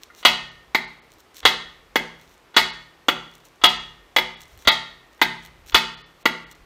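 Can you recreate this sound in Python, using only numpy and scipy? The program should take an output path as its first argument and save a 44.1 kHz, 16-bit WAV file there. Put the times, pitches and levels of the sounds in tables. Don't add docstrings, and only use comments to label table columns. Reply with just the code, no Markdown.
import sys
import numpy as np
from scipy import signal
from scipy.fft import rfft, irfft
from scipy.io import wavfile
from scipy.ndimage import uniform_filter1d

SR = 44100
rng = np.random.default_rng(int(sys.argv[2]) if len(sys.argv) > 2 else 0)


def boost_factor(decibels):
    exponent = np.asarray(decibels, float) / 20
    return 10 ** exponent


def transcribe(u):
    v = np.clip(np.atleast_2d(u).T, -1, 1)
    q = np.round(v * 32767).astype(np.int16)
    wavfile.write(sys.argv[1], SR, q)


N = 293346
RING = int(.7 * SR)

# frequency in Hz, level in dB per Hz.
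SHOP_HUM = [(35, -24.5), (60, -5.5), (212, -3), (354, 3.5), (593, -1), (1200, -1), (1660, -5.5), (2050, -5),
            (3850, -11.5), (10500, -24.5), (13900, -23), (16000, -28.5)]
# time in seconds, level in dB.
DRAUGHT_LEVEL = [(0.0, -66), (0.5, -61.5), (1.39, -68), (1.61, -59.5), (2.04, -59), (2.52, -69),
                 (2.76, -60), (2.89, -66), (3.65, -76), (3.8, -53), (4.08, -64.5), (4.54, -60.5),
                 (5.08, -65.5), (5.7, -56), (6.09, -69), (6.65, -57)]
# time in seconds, level in dB, length in seconds.
SWING_PUFFS = [
    (1.465, -39.5, 0.023),
    (3.652, -46.5, 0.028),
    (4.56, -48, .03),
    (4.677, -33.5, 0.01),
    (5.6, -57, 0.066),
    (5.751, -36, 0.019),
    (6.627, -58, 0.031),
]
# time in seconds, peak in dB.
CREAKS = [(.0194, -42.5), (.0346, -31), (.1498, -41), (.1622, -47), (1.044, -57.5), (1.1196, -43),
          (1.1378, -45.5), (1.2045, -45), (1.3685, -33), (1.3888, -45), (2.2139, -43), (2.3436, -52),
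          (3.3344, -66), (3.354, -40), (3.4532, -42.5), (3.463, -58), (3.559, -51), (4.4067, -40.5),
          (4.418, -36), (4.4804, -48), (4.6242, -38.5), (5.4366, -44.5), (5.4436, -47), (5.4511, -35.5),
          (5.4616, -35), (5.686, -40), (5.6978, -32), (6.5141, -37), (6.5186, -42)]
# time in seconds, rub level in dB, length in seconds,
# level of the small creaks in dB.
GRIP_SHIFTS = [(0.024, -60, .015, -51.5), (0.136, -75.5, 0.02, -58.5), (0.196, -48, 0.031, -53),
               (1.137, -63.5, 0.026, -55), (1.2, -55, 0.01, -59), (1.366, -46, 0.015, -46.5),
               (1.388, -48, 0.011, -42), (2.23, -61, 0.033, -57), (2.322, -60, 0.038, -57.5),
               (3.36, -66, 0.034, -51.5), (3.46, -54, 0.017, -53.5), (4.415, -51, 0.014, -49),
               (4.518, -58.5, 0.054, -51), (4.62, -53, 0.028, -48.5), (5.167, -72, 0.025, -55.5),
               (5.457, -56.5, 0.024, -50.5), (5.691, -46, 0.019, -45.5), (6.215, -58.5, 0.016, -56.5),
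               (6.524, -53, 0.019, -51.5)]
# frequency in Hz, level in dB per Hz.
SKIN_COLOUR = [(880, -39.5), (1500, -3.5), (2560, -2.5), (4200, 3), (4870, -8.5), (5660, 2.5),
               (10700, -11.5), (13500, -6), (16000, -4)]
# time in seconds, strength in dB, plug seat in dB,
# aim in dB from block wall (-) to bore (+), socket ring in dB.
BLOWS = [(.2505, 2.5, -5, 4.5, 0.5), (.7472, -3.5, -4.5, -6, 0.5), (1.452, 1, -3.5, 2.5, 3.5),
         (1.957, -1, -6.5, -1, -6), (2.565, 1.5, -3, 0.5, 0.5), (3.0839, -1.5, 5, 4, -2.5),
         (3.6376, 2.5, -4.5, 6, 1), (4.163, -0.5, -4.5, 0.5, 1.5), (4.6735, 0.5, -4, -2, 6),
         (5.2151, 1, -2.5, -3.5, 4), (5.7447, 1.5, -3, 3, 0.5), (6.2553, -1, 3, -2, -0.5)]
# blow number, level in dB under the blow.
FORE_SOUND = [
    (0, -29.5),
    (2, -29),
    (4, -28.5),
    (6, -28.5),
    (8, -26.5),
    (9, -37.5),
    (10, -27),
]
# blow number, delay in seconds, level in dB under the blow.
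SOCKET_HOPS = [
    (7, .020, -5),
    (9, .007, -6),
    (4, .011, -9),
]
# frequency in Hz, level in dB, t60 in seconds.
METAL_MODES = [(749, -19, 0.13), (868.5, -17, 0.26), (892.7, -12.5, 0.23), (1143, -20, 0.13),
               (981, -16, 0.17), (1202, -13.5, 0.074), (1250, -5, 0.12), (1404, 6, 0.035),
               (1832, -10, 0.093), (1842, -25.5, 0.81), (1927, -7, 0.13), (1996, -13, 0.2),
               (2066, 0.5, 0.09), (2060, -30.5, 0.26), (2041, -1.5, 0.026), (2117, -12.5, 0.096),
               (2180, -9, 0.23), (2584, -13.5, 0.28), (2900, -3, 0.096), (2860, -14.5, .05),
               (3332, -8, 0.13), (3402, 1, 0.04), (3464, -9, 0.042), (3766, -16, 0.07), (4190, -16, 0.034),
               (4330, -15, 0.027), (4645, -10, .1), (4450, -15, 0.11), (5880, -20.5, 0.039),
               (14000, -33, 0.13)]
# frequency in Hz, level in dB, t60 in seconds.
STAND_MODES = [(41, -51, 1), (48.4, -52.5, 1.1), (128, -51.5, 1), (132, -51, 1.2), (166.3, -39.5, 0.8),
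               (230, -33.5, 0.49), (374.5, -30, 0.36)]
# frequency in Hz, level in dB per Hz.
CLATTER = [(120, -33), (200, -3), (350, -4.5), (900, -7), (2050, -8), (3400, -10), (4600, -15), (5200, -23),
           (8300, -42), (11000, -37.5), (14000, -32), (16500, -30.5)]
# frequency in Hz, t60 in seconds.
CLATTER_T60 = [(200, 0.025), (1000, 0.096), (3000, 0.086), (8000, 0.27), (14000, 0.12)]
# frequency in Hz, drive in dB.
SQUARE_DRIVE = [(400, -2.5), (1300, 3), (2050, 1.8), (2900, -1), (3450, 5), (4600, 1), (7000, 4.7),
                (14000, -1)]
# frequency in Hz, change in dB.
GLANCE_LOSS = [(400, 0.1), (1300, -6), (2050, -3.5), (2900, -2.5), (3450, -5.5), (4600, -7.5), (7000, -7),
               (14000, -2.5)]
# frequency in Hz, t60 in seconds.
SHOP_T60 = [(150, 0.4), (700, 0.5), (2000, 0.51), (5000, 0.5), (9000, 0.48), (14000, 0.09)]
# time in seconds, lowest lost frequency in Hz, depth 0-1.
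TREBLE_DROPOUTS = [(.502, 7500, .9), (.865, 6200, .9), (1.01, 4600, .9), (2.72, 6200, .95),
                   (3.68, 5000, .7), (3.787, 7600, .95), (4.36, 5800, .95), (4.705, 4900, .9),
                   (5.962, 4400, .9), (6.03, 5200, .95), (6.05, 6600, .95), (6.243, 4200, .95),
                   (6.455, 4200, .95), (6.54, 5000, .8)]
BAND_HZ = 120 * 2 ** np.arange(0, 7.2, .2)

HUM_DB = -51.5
SLIP_SCATTER, SLIP_SPREAD_DB = 1.6, 4.5
NUDGE_S, NUDGE_DB = .101, -44
FORE_LEAD_S = .0229
WANDER = .33
FREE_RING, FREE_S = .8, .013
SEAT_HZ, WALL_HZ, BORE_HZ, SOCKET_HZ, PART_OCTAVES = 1400, 2050, 2900, 3610, 0.18
WALL_PER_AIM, FACE_PER_AIM = -0.85, 0.32
FACE_DB, FACE_GLANCE_DB = 7, -2
THUD_DB, THUD_GLANCE_DB = -14.5, 3.5
TICK_DB, TICK_GLANCE_DB = -11, 0
DROPOUT_S = .011


def at_hz(points, hz):
    table = np.array(points)
    return np.interp(np.log(np.maximum(hz, 1)), np.log(table[:, 0]), table[:, 1])


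def rms_one(x):
    return x / np.sqrt(np.mean(x ** 2) + 1e-20)


def shop_hum():
    colour = boost_factor(at_hz(SHOP_HUM, np.fft.rfftfreq(N, 1 / SR)))
    hum = irfft(rfft(rng.standard_normal(N)) * colour, N)
    return boost_factor(HUM_DB - 3.5) * rms_one(hum)


def swells(rows):
    t = np.arange(N) / SR
    return sum(boost_factor(db) * np.exp(-((t - at) / wide) ** 2) for at, db, wide in rows)


def draught():
    s, level_db = np.transpose(DRAUGHT_LEVEL)
    band = signal.butter(2, [34, 75], "band", fs=SR, output="sos")
    low = signal.sosfilt(band, rng.standard_normal(N))
    level = boost_factor(np.interp(np.arange(N) / SR, s, level_db)) + swells(SWING_PUFFS)
    return level * rms_one(low)


def fingers():
    source = swells(np.array(GRIP_SHIFTS)[:, :3]) * rng.standard_normal(N)
    creaks = list(CREAKS)
    for s, _, wide, small_db in GRIP_SHIFTS:
        for late, size in rng.standard_normal((6, 2)):
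            at = abs(s + SLIP_SCATTER * wide * np.tanh(0.9 * late)) + 0.00072
            creaks.append((at, small_db - SLIP_SPREAD_DB * abs(size) + 6))
    for s, peak_db in creaks:
        slip = rng.standard_normal(24) * np.exp(-np.arange(24) / 7)
        start = round(s * SR) - 8
        source[start:start + 24] += boost_factor(peak_db + 2) * rms_one(slip)
    colour = boost_factor(at_hz(SKIN_COLOUR, np.fft.rfftfreq(N, 1 / SR)))
    return irfft(rfft(source) * rms_one(colour), N)


def modes(table, drive_db, spread_db, rise_s, damping, wander):
    hz, level_db, t60 = np.transpose(table)[:, :, None]
    t = np.arange(RING) / SR
    sign, chance = rng.standard_normal((2, len(table), 1))
    steps = np.cumsum(rng.standard_normal((len(table), RING // 64 + 1)), axis=1)
    slip = wander * uniform_filter1d(np.repeat(steps, 64, axis=1)[:, :RING], size=64)
    fall_db = -60 * damping * t / t60
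    gain = np.sign(sign) * boost_factor(level_db + drive_db(hz) + spread_db * chance + fall_db)
    return (1 - np.exp(-t / rise_s)) * np.sum(gain * np.sin(2 * np.pi * hz * t + slip), axis=0)


def nudge():
    out = np.zeros(N)
    start = round(NUDGE_S * SR)
    out[start:start + RING] = boost_factor(NUDGE_DB) * modes(
        METAL_MODES[6:15], lambda hz: 0, spread_db=1.5, rise_s=.001, damping=1, wander=WANDER)
    return out


def push(hz, cycles, rise_s):
    t = np.arange(RING) / SR
    return -np.sin(2 * np.pi * hz * t) * np.exp(-t * hz / cycles) * (1 - np.exp(-(t / rise_s) ** 2))


def mallet_face(glancing):
    rise_s = .0006 + 0.0003 * glancing
    face = push(hz=1040, cycles=0.7 + 0.45 * glancing, rise_s=rise_s)
    thud = push(hz=372 - 70 * glancing, cycles=0.76, rise_s=rise_s)
    tick = push(hz=3000, cycles=1.2, rise_s=.0003) + boost_factor(-5) * push(hz=6400, cycles=3.5, rise_s=.0001)
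    face += boost_factor(THUD_DB + THUD_GLANCE_DB * glancing) * thud
    return face + boost_factor(TICK_DB + TICK_GLANCE_DB * glancing) * tick


def shot(length_s, share):
    t = np.arange(1500) / SR
    drive = share * rng.standard_normal(len(t)) * np.exp(-(t / length_s) ** 2) / np.sqrt(length_s * SR)
    drive[0] = 1
    return drive / np.sqrt(np.sum(drive ** 2))


def evened(drive, hz):
    answer = np.abs(np.exp(-2j * np.pi * hz * np.arange(len(drive)) / SR) @ drive)[:, None]
    return -20 * np.log10(np.maximum(answer, .35))


def part(hz, centre_hz):
    return np.exp(-(np.log2(hz / centre_hz) / PART_OCTAVES) ** 2 / 2)


def noise_bands(size):
    white = rng.standard_normal((2, size))
    bands = []
    for k, hz in enumerate(BAND_HZ):
        band = signal.butter(2, [hz / 2 ** .1, hz * 2 ** .1], "band", fs=SR, output="sos")
        bands.append(signal.sosfilt(band, white[k % 2]))
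    return np.array(bands)


def dying(decays, size):
    t60 = np.maximum(at_hz(decays, BAND_HZ), .01)[:, None]
    return boost_factor(-60 * np.arange(size) / SR / t60)


def struck_metal(drive_db, glancing, bands, fall):
    t = np.arange(RING) / SR
    short = fall.shape[1]
    shove = shot(.011 - 0.0013 * glancing, share=0.61)
    ring = modes(METAL_MODES, lambda hz: drive_db(hz) + evened(shove, hz), spread_db=1.5,
                 rise_s=0.0022, damping=1 + 0.55 * glancing, wander=WANDER)
    steel = boost_factor(-8.5) * signal.fftconvolve(ring, shove)[:RING]
    where = rng.integers(RING)
    clatter = bands[:, where:where + short] * fall ** (1 + 0.42 * glancing)
    steel[:short] += boost_factor(9.5 + at_hz(CLATTER, BAND_HZ) + drive_db(BAND_HZ)) @ clatter
    steel *= 1 - np.exp(-t / 0.002)
    steel += boost_factor(4.0) * signal.lfilter(*signal.iirpeak(13900, 11.0, fs=SR), steel)
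    return steel * (1 + glancing * (FREE_RING * np.exp(-(t / FREE_S) ** 2) - .12))


def blows():
    out, fore = np.zeros(N + RING), dict(FORE_SOUND)
    bands, fall = noise_bands(size=RING * 2), dying(CLATTER_T60, size=RING // 3)
    no_bass = signal.butter(3, 215, "high", fs=SR, output="sos")
    for k, (s, strength_db, seat_db, aim_db, socket_db) in enumerate(BLOWS):
        glancing = k % 2

        def drive_db(hz):
            drive = at_hz(SQUARE_DRIVE, hz) + glancing * at_hz(GLANCE_LOSS, hz)
            drive = drive + seat_db * part(hz, SEAT_HZ) + socket_db * part(hz, SOCKET_HZ)
            return drive + aim_db * (part(hz, BORE_HZ) + WALL_PER_AIM * part(hz, WALL_HZ))

        steel = struck_metal(drive_db, glancing, bands, fall)
        for blow, delay_s, hop_db in SOCKET_HOPS:
            if blow == k:
                steel += boost_factor(hop_db) * np.r_[np.zeros(round(delay_s * SR)), steel][:RING]
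        face_db = FACE_DB + FACE_GLANCE_DB * glancing + FACE_PER_AIM * aim_db
        hit = steel + boost_factor(face_db) * mallet_face(glancing)
        hit = boost_factor(strength_db) * signal.sosfilt(no_bass, hit)
        start = round(s * SR)
        out[start:start + RING] += hit
        if k in fore:
            lead = round(FORE_LEAD_S * SR)
            dulled = signal.lfilter([.4], [1, -.6], hit[:lead])
            out[start - lead:start] += boost_factor(fore[k] - 3) * dulled
    return out[:N]


def stand():
    out = np.zeros(N + RING)
    for s, strength_db, *_ in BLOWS:
        start = round(s * SR)
        out[start:start + RING] += boost_factor(0.6) * modes(
            STAND_MODES, lambda hz: strength_db, spread_db=2.0, rise_s=0.022, damping=1.0, wander=.02)
    return out[:N]


def workshop(x):
    gap = np.clip((np.arange(RING) / SR - .006) / 0.004, 0, 1)
    tail = gap * np.sum(noise_bands(size=RING) * dying(SHOP_T60, size=RING), axis=0)
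    return signal.fftconvolve(x, tail / np.sqrt(np.sum(tail ** 2)))[:N]


def treble_dropouts(x):
    out, reach = x.copy(), 2048
    t = np.arange(-reach, reach) / SR
    for s, hz, depth in TREBLE_DROPOUTS:
        near = slice(round(s * SR) - reach, round(s * SR) + reach)
        highs = signal.butter(8, hz, "high", fs=SR, output="sos")
        treble = signal.sosfiltfilt(highs, out[:, near])
        out[:, near] -= depth * np.exp(-(t / DROPOUT_S) ** 6) * treble
    return out


def scene():
    hand = fingers()
    taps = nudge() + blows()
    room = workshop(boost_factor(-13.5) * taps + boost_factor(-16.5) * hand)
    return (shop_hum() + draught() + hand + taps + stand() + room)[None, :]


def top_cut(x):
    return signal.sosfilt(signal.butter(12, 16640, fs=SR, output="sos"), x)


def record(dry):
    shaved = np.tanh(dry) - dry
    held = dry + signal.sosfilt(signal.butter(2, 150, "high", fs=SR, output="sos"), shaved)
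    held = signal.sosfilt(signal.cheby2(10, 60, 16750, fs=SR, output="sos"), held)
    return top_cut(0.9 * treble_dropouts(held))


dry = scene()
out = record(dry)
transcribe(out)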